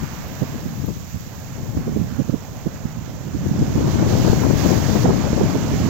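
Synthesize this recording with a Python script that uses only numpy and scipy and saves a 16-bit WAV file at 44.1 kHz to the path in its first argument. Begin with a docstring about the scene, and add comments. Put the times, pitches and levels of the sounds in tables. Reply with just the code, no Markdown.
"""A small wave spills over and rolls in on a calm beach of sand and broken coral.
Its churning water is a low wash, its crest throws drops, its foam fizzes with bursting bubbles.
Before it, water laps and the last wave drains away, rattling bits of coral.
Wind buffets the two ports of a hand-held microphone, in single puffs, then as a steady gust.
The right port hears the surf's hiss, the left little of it but the highest treble."""
import sys
import numpy as np
from scipy import signal
from scipy.fft import rfft, irfft, next_fast_len
from scipy.io import wavfile
from scipy.ndimage import uniform_filter1d, map_coordinates

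SR = 44100
rng = np.random.default_rng(int(sys.argv[2]) if len(sys.argv) > 2 else 0)


def wav_record(signal):
    """Record a signal, one row per channel, as 16-bit PCM in the file named by sys.argv[1]."""
    frames = np.transpose(np.atleast_2d(signal))
    bounded = np.clip(frames, -1, 1)
    # unit amplitude maps onto the largest positive 16-bit level
    quanta = np.round(bounded * 32767).astype(np.int16)
    wavfile.write(sys.argv[1], SR, quanta)


N = 259749
TIME_S = np.arange(N) / SR


def amp(db):
    return 10 ** (np.asarray(db) / 20)


def unit_rms(x):
    return x / np.sqrt(np.mean(x ** 2) + 1e-20)


def power_sum(*gains):
    """Joint gain of unrelated sounds."""
    return np.sqrt(sum(gain ** 2 for gain in gains))


def curves(rows):
    """Per-sample curve for each column after time_s."""
    time_s, *columns = np.transpose(rows)
    return np.array([np.interp(TIME_S, time_s, column) for column in columns])


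def wobble(rate_hz):
    """Smooth curve through random knots."""
    knots = rng.standard_normal(int(N * rate_hz / SR) + 4)
    return map_coordinates(knots, [np.arange(N) * rate_hz / SR])


def flutter(rate_hz):
    """One wobble per port."""
    return np.array([wobble(rate_hz), wobble(rate_hz)])


def filtered(x, response):
    """Spectrum of x times response(hz)."""
    size = next_fast_len(N + SR // 2)
    return irfft(rfft(x, size) * response(np.fft.rfftfreq(size, 1 / SR)), size)[..., :N]


def port_gains(colour, hz):
    """Left and right gains, interpolated over log frequency."""
    freq_hz, *ports_db = np.transpose(colour)
    return amp([np.interp(np.log(hz + 1), np.log(freq_hz + 1), db) for db in ports_db])


def coloured(x, colour):
    """Stereo pair equalised per port, joint rms 1."""
    return unit_rms(filtered(x, lambda hz: port_gains(colour, hz)))


def bubble_clouds(depth_db):
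    """Two unrelated noises with patches of random gain, as clouds of bubbles come and go."""
    spectra = signal.stft(rng.standard_normal((2, N)), nperseg=512)[2]
    patches = uniform_filter1d(rng.standard_normal(spectra.shape[1:]), size=7, axis=0)
    patches = unit_rms(uniform_filter1d(patches, size=12, axis=1))
    return unit_rms(signal.istft(spectra * amp(depth_db * patches), nperseg=512)[1][:, :N])


def pops(rate_per_s, spread_db):
    """Bubbles, drops or knocks: clicks of random time, size and sign."""
    happens = rng.random((2, N)) < rate_per_s / SR
    size = amp(spread_db * np.minimum(rng.standard_normal((2, N)), 2))
    return unit_rms(happens * size * np.sign(rng.standard_normal((2, N))))


def small_eddies(breeze_db, unrest, per_port_per_s=4, length_s=0.022):
    """Random rows like those of PORT_PUFFS, each stronger than the wind that carries it."""
    draws = rng.random((200, 3))[:int(2 * per_port_per_s * N / SR)]
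    rows = []
    for when, weakness, side in draws:
        at, port = int(when * N), int(side > 0.5)
        excess_db = unrest[port, at] ** 2 * (3.5 - 3 * weakness)
        rows.append((at / SR, breeze_db[port, at] + excess_db, length_s, 0, port))
    return rows


# Relative wind force, turning onto the left port with the gust: time_s, left_db, right_db
WIND_FORCE = [(0, -24, -30.5), (0.12, -26.5, -31), (0.55, -28, -27.5), (0.87, -21, -29.5), (1.05, -33, -30),
              (1.5, -29.5, -30), (1.7, -21, -31), (1.95, -24.5, -18), (2.17, -34, -24.5), (2.6, -31, -32),
              (3.29, -30.5, -23.5), (3.42, -20.5, -22), (3.8, -16, -18), (4.2, -9, -17),
              (4.47, -9.5, -22.5), (4.97, -10.5, -23.5), (5.55, -14, -25), (5.88, -19.5, -10.5)]
# Strong puffs on one port: centre_s, level_db, length_s, sharpness_db, port (0 left, 1 right)
PORT_PUFFS = [(0.032, -17.5, 0.033, -5.5, 0), (0.426, -12, 0.021, 4, 1), (0.663, -18.5, 0.018, 2.5, 1),
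              (0.798, -19, 0.019, -4.5, 0), (0.844, -16, 0.014, -1.5, 0), (0.887, -17.5, 0.027, 0.5, 0),
              (1.155, -19.5, 0.035, -7.5, 1), (1.774, -11, 0.0098, -5, 1), (1.879, -17, 0.018, 4, 1),
              (1.97, -12.5, 0.018, 7, 1), (2.012, -14, 0.045, -3.5, 1), (2.203, -11, 0.03, 2, 1),
              (2.296, -10, 0.01, 3.5, 1), (2.341, -13, 0.024, 5.5, 1), (2.668, -13, 0.017, 2, 1),
              (2.856, -16, 0.013, -1.5, 1), (2.983, -22, 0.038, -5, 1), (3.354, -15.5, 0.024, -1.5, 1),
              (3.465, -12, 0.016, -4.5, 0), (3.516, -12.5, 0.017, -2, 1), (3.607, -14, 0.056, -0.5, 1),
              (3.625, -9.5, 0.02, -3, 0), (3.761, -9.5, 0.012, 4.5, 1), (4.025, -9.5, 0.013, 2, 0),
              (4.153, -9, 0.013, 1, 0), (4.299, -6.5, 0.016, -1.5, 0), (4.333, -4.5, 0.0063, 2.5, 0),
              (5.056, -9, 0.02, 20, 1), (5.094, -11, 0.028, 21, 1), (5.332, -13, 0.0064, 24, 1),
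              (5.412, -9, 0.01, 16, 1), (5.439, -11.5, 0.024, 3.5, 1), (5.557, -13, 0.021, 7.5, 1),
              (5.747, -12, 0.022, 2, 1)]


def airflow(trim_db=-3.5):
    """Force and eddy sharpness at each port; a breeze flutters, a full gust blows more evenly."""
    breeze_db = curves(WIND_FORCE)
    unrest = np.interp(breeze_db, [-19, -6], [1, 0.82])
    flutter_db = unrest * (1.5 * flutter(35) + 2.5 * flutter(110))
    force = amp(breeze_db + trim_db + flutter_db)
    sharpness_db = unrest * 1.84 * flutter(160)
    puffs = list(PORT_PUFFS) + small_eddies(breeze_db, unrest)
    for centre_s, level_db, length_s, edge_db, side in puffs:
        port = int(side > 0.5)
        near = np.abs(TIME_S - centre_s) < 4 * length_s
        bump = np.exp(-((TIME_S[near] - centre_s) / (0.65 * length_s)) ** 2)
        force[port, near] = np.maximum(force[port, near], amp(level_db) * bump)
        sharpness_db[port, near] += edge_db * np.sqrt(bump)
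    return force, amp(sharpness_db)


# Turbulence colour at the ports: freq_hz, left_db, right_db
TURBULENCE_COLOUR = [(15, -32, -29), (30, -30, -27), (50.3, -10, -8), (86, -2, -3.5), (124, 1, 1.5),
                     (236, -3.5, 1), (490, -4, -4.5), (1090, 3.5, -17.5), (4000, -2.5, -33)]


def wind(base_knee_hz=285, reference_db=-13, bass_hz=130, leak_hz=31):
    """Separate turbulence at each port; harder wind sheds smaller eddies and so reaches higher."""
    force, sharpness = airflow()
    turbulence = coloured(rng.standard_normal((2, N)), TURBULENCE_COLOUR)
    freq_hz, frame_s, spectra = signal.stft(turbulence, SR, nperseg=320, noverlap=256)
    freq_hz = freq_hz[:, None]
    frames = np.minimum((frame_s * SR).astype(int), N - 1)
    # A sharp eddy lifts the knee, flattens the slope and carries less bass.
    edge = np.sqrt(sharpness[:, None, frames])
    knee_hz = base_knee_hz * edge * (force[:, None, frames] / amp(reference_db)) ** 0.3
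    order = 3.1 / np.sqrt(edge)
    spectra /= np.sqrt(1 + (freq_hz / knee_hz) ** (2 * order))
    spectra *= np.hypot(freq_hz, bass_hz / edge ** 3) / np.hypot(freq_hz, bass_hz)
    eddies = signal.istft(spectra, SR, nperseg=320, noverlap=256)[1][:, :N]
    # Eddies set the texture, force sets the loudness; the slowest pressure changes leak away.
    power = uniform_filter1d(uniform_filter1d(eddies ** 2, size=900), size=600)
    buffets = force * eddies / np.sqrt(np.abs(power) + 1e-12)
    return filtered(buffets, lambda hz: hz ** 4 / (hz ** 4 + leak_hz ** 4))


# Colour of rolling coral: freq_hz, left_db, right_db
RATTLE_COLOUR = [(500, -20, -15), (1000, -9, 4), (1600, -10, 1), (2600, -13, -1.5), (3540, -29, -9),
                 (6000, -40, -6), (10000, -60, -43)]


def backwash(start_db=-41.5, fade_db_per_s=9):
    """Draining water rolls bits of coral in dense little knocks."""
    knocks = bubble_clouds(depth_db=0) + 0.9 * pops(rate_per_s=900, spread_db=1.5)
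    return amp(start_db - fade_db_per_s * TIME_S) * coloured(knocks, RATTLE_COLOUR)


# Coral pieces knocking together: start_s, level_db, left_minus_right_db
CORAL_TICKS = [(0.86, -27, 17), (.866, -24, 16), (3.25, -27, 15), (3.592, -24, -8)]


def coral_ticks(t60_s=0.016):
    """Hard little pieces click, as bright and thin as the foam around them."""
    ticks = np.zeros((2, N + SR))
    age_s = np.arange(SR // 30) / SR
    for start_s, level_db, pan_db in CORAL_TICKS:
        click = rng.standard_normal((2, len(age_s))) * amp(level_db - 60 * age_s / t60_s)
        at = round(start_s * SR)
        ticks[:, at:at + len(age_s)] += amp([[pan_db / 2], [-pan_db / 2]]) * click
    return filtered(ticks[:, :N], lambda hz: port_gains(FOAM_COLOUR, hz))


# Colour of bursting foam: freq_hz, left_db, right_db
FOAM_COLOUR = [(1000, -38, -10), (2590, -15.5, -5), (3700, -20.5, -6.5), (4370, -26, -7), (5740, -30, -0.5),
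               (6720, -26, 3), (7420, -31, -3), (8880, -35, -25), (10000, -45, -39), (11320, -20, -22.5),
               (13530, -8, -18), (16100, -12, -19)]
# Top of the fizz, fading as the microphone backs away, back as the crest breaks: time_s, shelf_db
FOAM_TREBLE = [(0, 7.5), (2.3, 4.5), (3.5, 2), (4, -1), (4.45, 2.5), (5.03, 1.5), (5.08, -1.5), (5.88, 0.5)]


def fizz(build, spill, foam_db=-44.5, fade_db_per_s=0.56, roll_db=-37.5, spill_db=-34, shelf_hz=9000):
    """Old and new foam: countless far bubbles merge into hiss, near ones crackle."""
    old_foam = amp(foam_db - fade_db_per_s * TIME_S)
    gain = power_sum(old_foam, amp(roll_db) * build ** 0.86, amp(spill_db) * spill)
    bubbles = bubble_clouds(depth_db=0.9) + 0.5 * pops(rate_per_s=1500, spread_db=4.5)
    hiss = coloured(bubbles, FOAM_COLOUR)
    treble = filtered(hiss, lambda hz: hz ** 8 / (hz ** 8 + shelf_hz ** 8.0))
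    hiss += (amp(curves(FOAM_TREBLE)) - 1) * treble
    seething_db = 0.35 * wobble(35)
    return gain * amp(seething_db) * hiss


# Colour of falling drops: freq_hz, left_db, right_db
SPRAY_COLOUR = [(600, -26, -28), (1630, -2, -5), (2700, -25, 4), (3280, -8, 4.5), (4630, -14, 9.5),
                (6270, -29, 5.5), (7400, -30, -9), (8800, -26, -8.5), (10100, -10.5, -12), (11600, -14, -8),
                (13500, -21, -22), (15500, -28, -22)]


def spray(build, spill, drips_db=-51.5, fade_db_per_s=2, roll_db=-43, spill_db=-36.5):
    """The last wave's drips fade; the new crest showers the water in uneven splashes."""
    drips = amp(drips_db - fade_db_per_s * TIME_S)
    gain = power_sum(drips, amp(roll_db) * build ** 1.2, amp(spill_db) * spill)
    drops = bubble_clouds(depth_db=1.4) + 0.45 * pops(rate_per_s=2500, spread_db=4.5)
    splashes_db = 0.6 * wobble(40)
    return gain * amp(splashes_db) * coloured(drops, SPRAY_COLOUR)


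# Colour of churning water: freq_hz, left_db, right_db
WASH_COLOUR = [(119, 2, 0), (336, -5, 0), (585, -5.5, 4), (880, -8.5, 0.5), (1310, -14.5, -5.5),
               (1660, -22.5, -5), (2570, -25.5, -12), (3410, -32.5, -15), (6000, -63, -21.5),
               (10000, -70, -65)]
# Small water at the shore, with a lull after the last wave: time_s, relative_db
SHORE_LAPPING = [(0, -40.5), (.27, -39.5), (.5, -37.8), (.9, -48.5), (1.15, -45.5), (1.52, -41.5),
                 (3.3, -41.6)]


def wash(build, spill, lap_trim_db=1.5, roll_db=-30.5, spill_db=-29.5, correlation=0.68, lag_s=42e-6):
    """Water laps, then churns: partly alike at both ports, reaching the right one first."""
    lapping = amp(curves(SHORE_LAPPING)[0] + lap_trim_db)
    gain = power_sum(lapping, amp(roll_db) * build ** 1.1, amp(spill_db) * spill)
    mid, side = bubble_clouds(depth_db=1.5)
    width_rad = np.arccos(correlation) / 2
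    churn = np.cos(width_rad) * mid + np.sin(width_rad) * np.array([side, -side])
    churn = filtered(churn, lambda hz: np.exp(-2j * np.pi * hz * np.array([[lag_s], [0]])))
    surge_db = 0.19 * wobble(14)
    return gain * amp(surge_db) * coloured(churn, WASH_COLOUR)


# Stretches of crest spilling over: start_s, length_s, release_s, strength_db
CREST_SPILLS = [(3.837, 0.094, 0.051, -6), (4.033, 0.27, 0.18, -3.5), (4.52, 0.19, 0.18, -1),
                (4.783, 0.257, 0.013, -3)]


def surf(curl_start_s=3.14, build_s=1, attack_s=0.074):
    """The wave builds (fizz first, spray last), spills and rolls in as steady white water."""
    build = np.clip((TIME_S - curl_start_s) / build_s, 1e-6, 1)
    stretches = []
    for start_s, length_s, release_s, strength_db in CREST_SPILLS:
        attack = np.clip((TIME_S - start_s) / attack_s, 0, 1)
        release = np.exp(-np.maximum(TIME_S - start_s - length_s, 0) / release_s)
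        stretches.append(amp(strength_db) * attack * release)
    spill = power_sum(*stretches)
    return fizz(build, spill) + wash(build, spill) + spray(build, spill)


def scene():
    """Shore and surf ahead, wind right on the microphone."""
    return backwash() + coral_ticks() + surf() + wind()


def record(dry, band_limit_hz=15870):
    """The microphone rounds off the highest peaks and passes nothing above its band limit."""
    limited = dry / (1 + np.abs(dry) ** 8) ** (1 / 8)
    return filtered(limited, lambda hz: hz < band_limit_hz)


dry = scene()
out = record(dry)
wav_record(out)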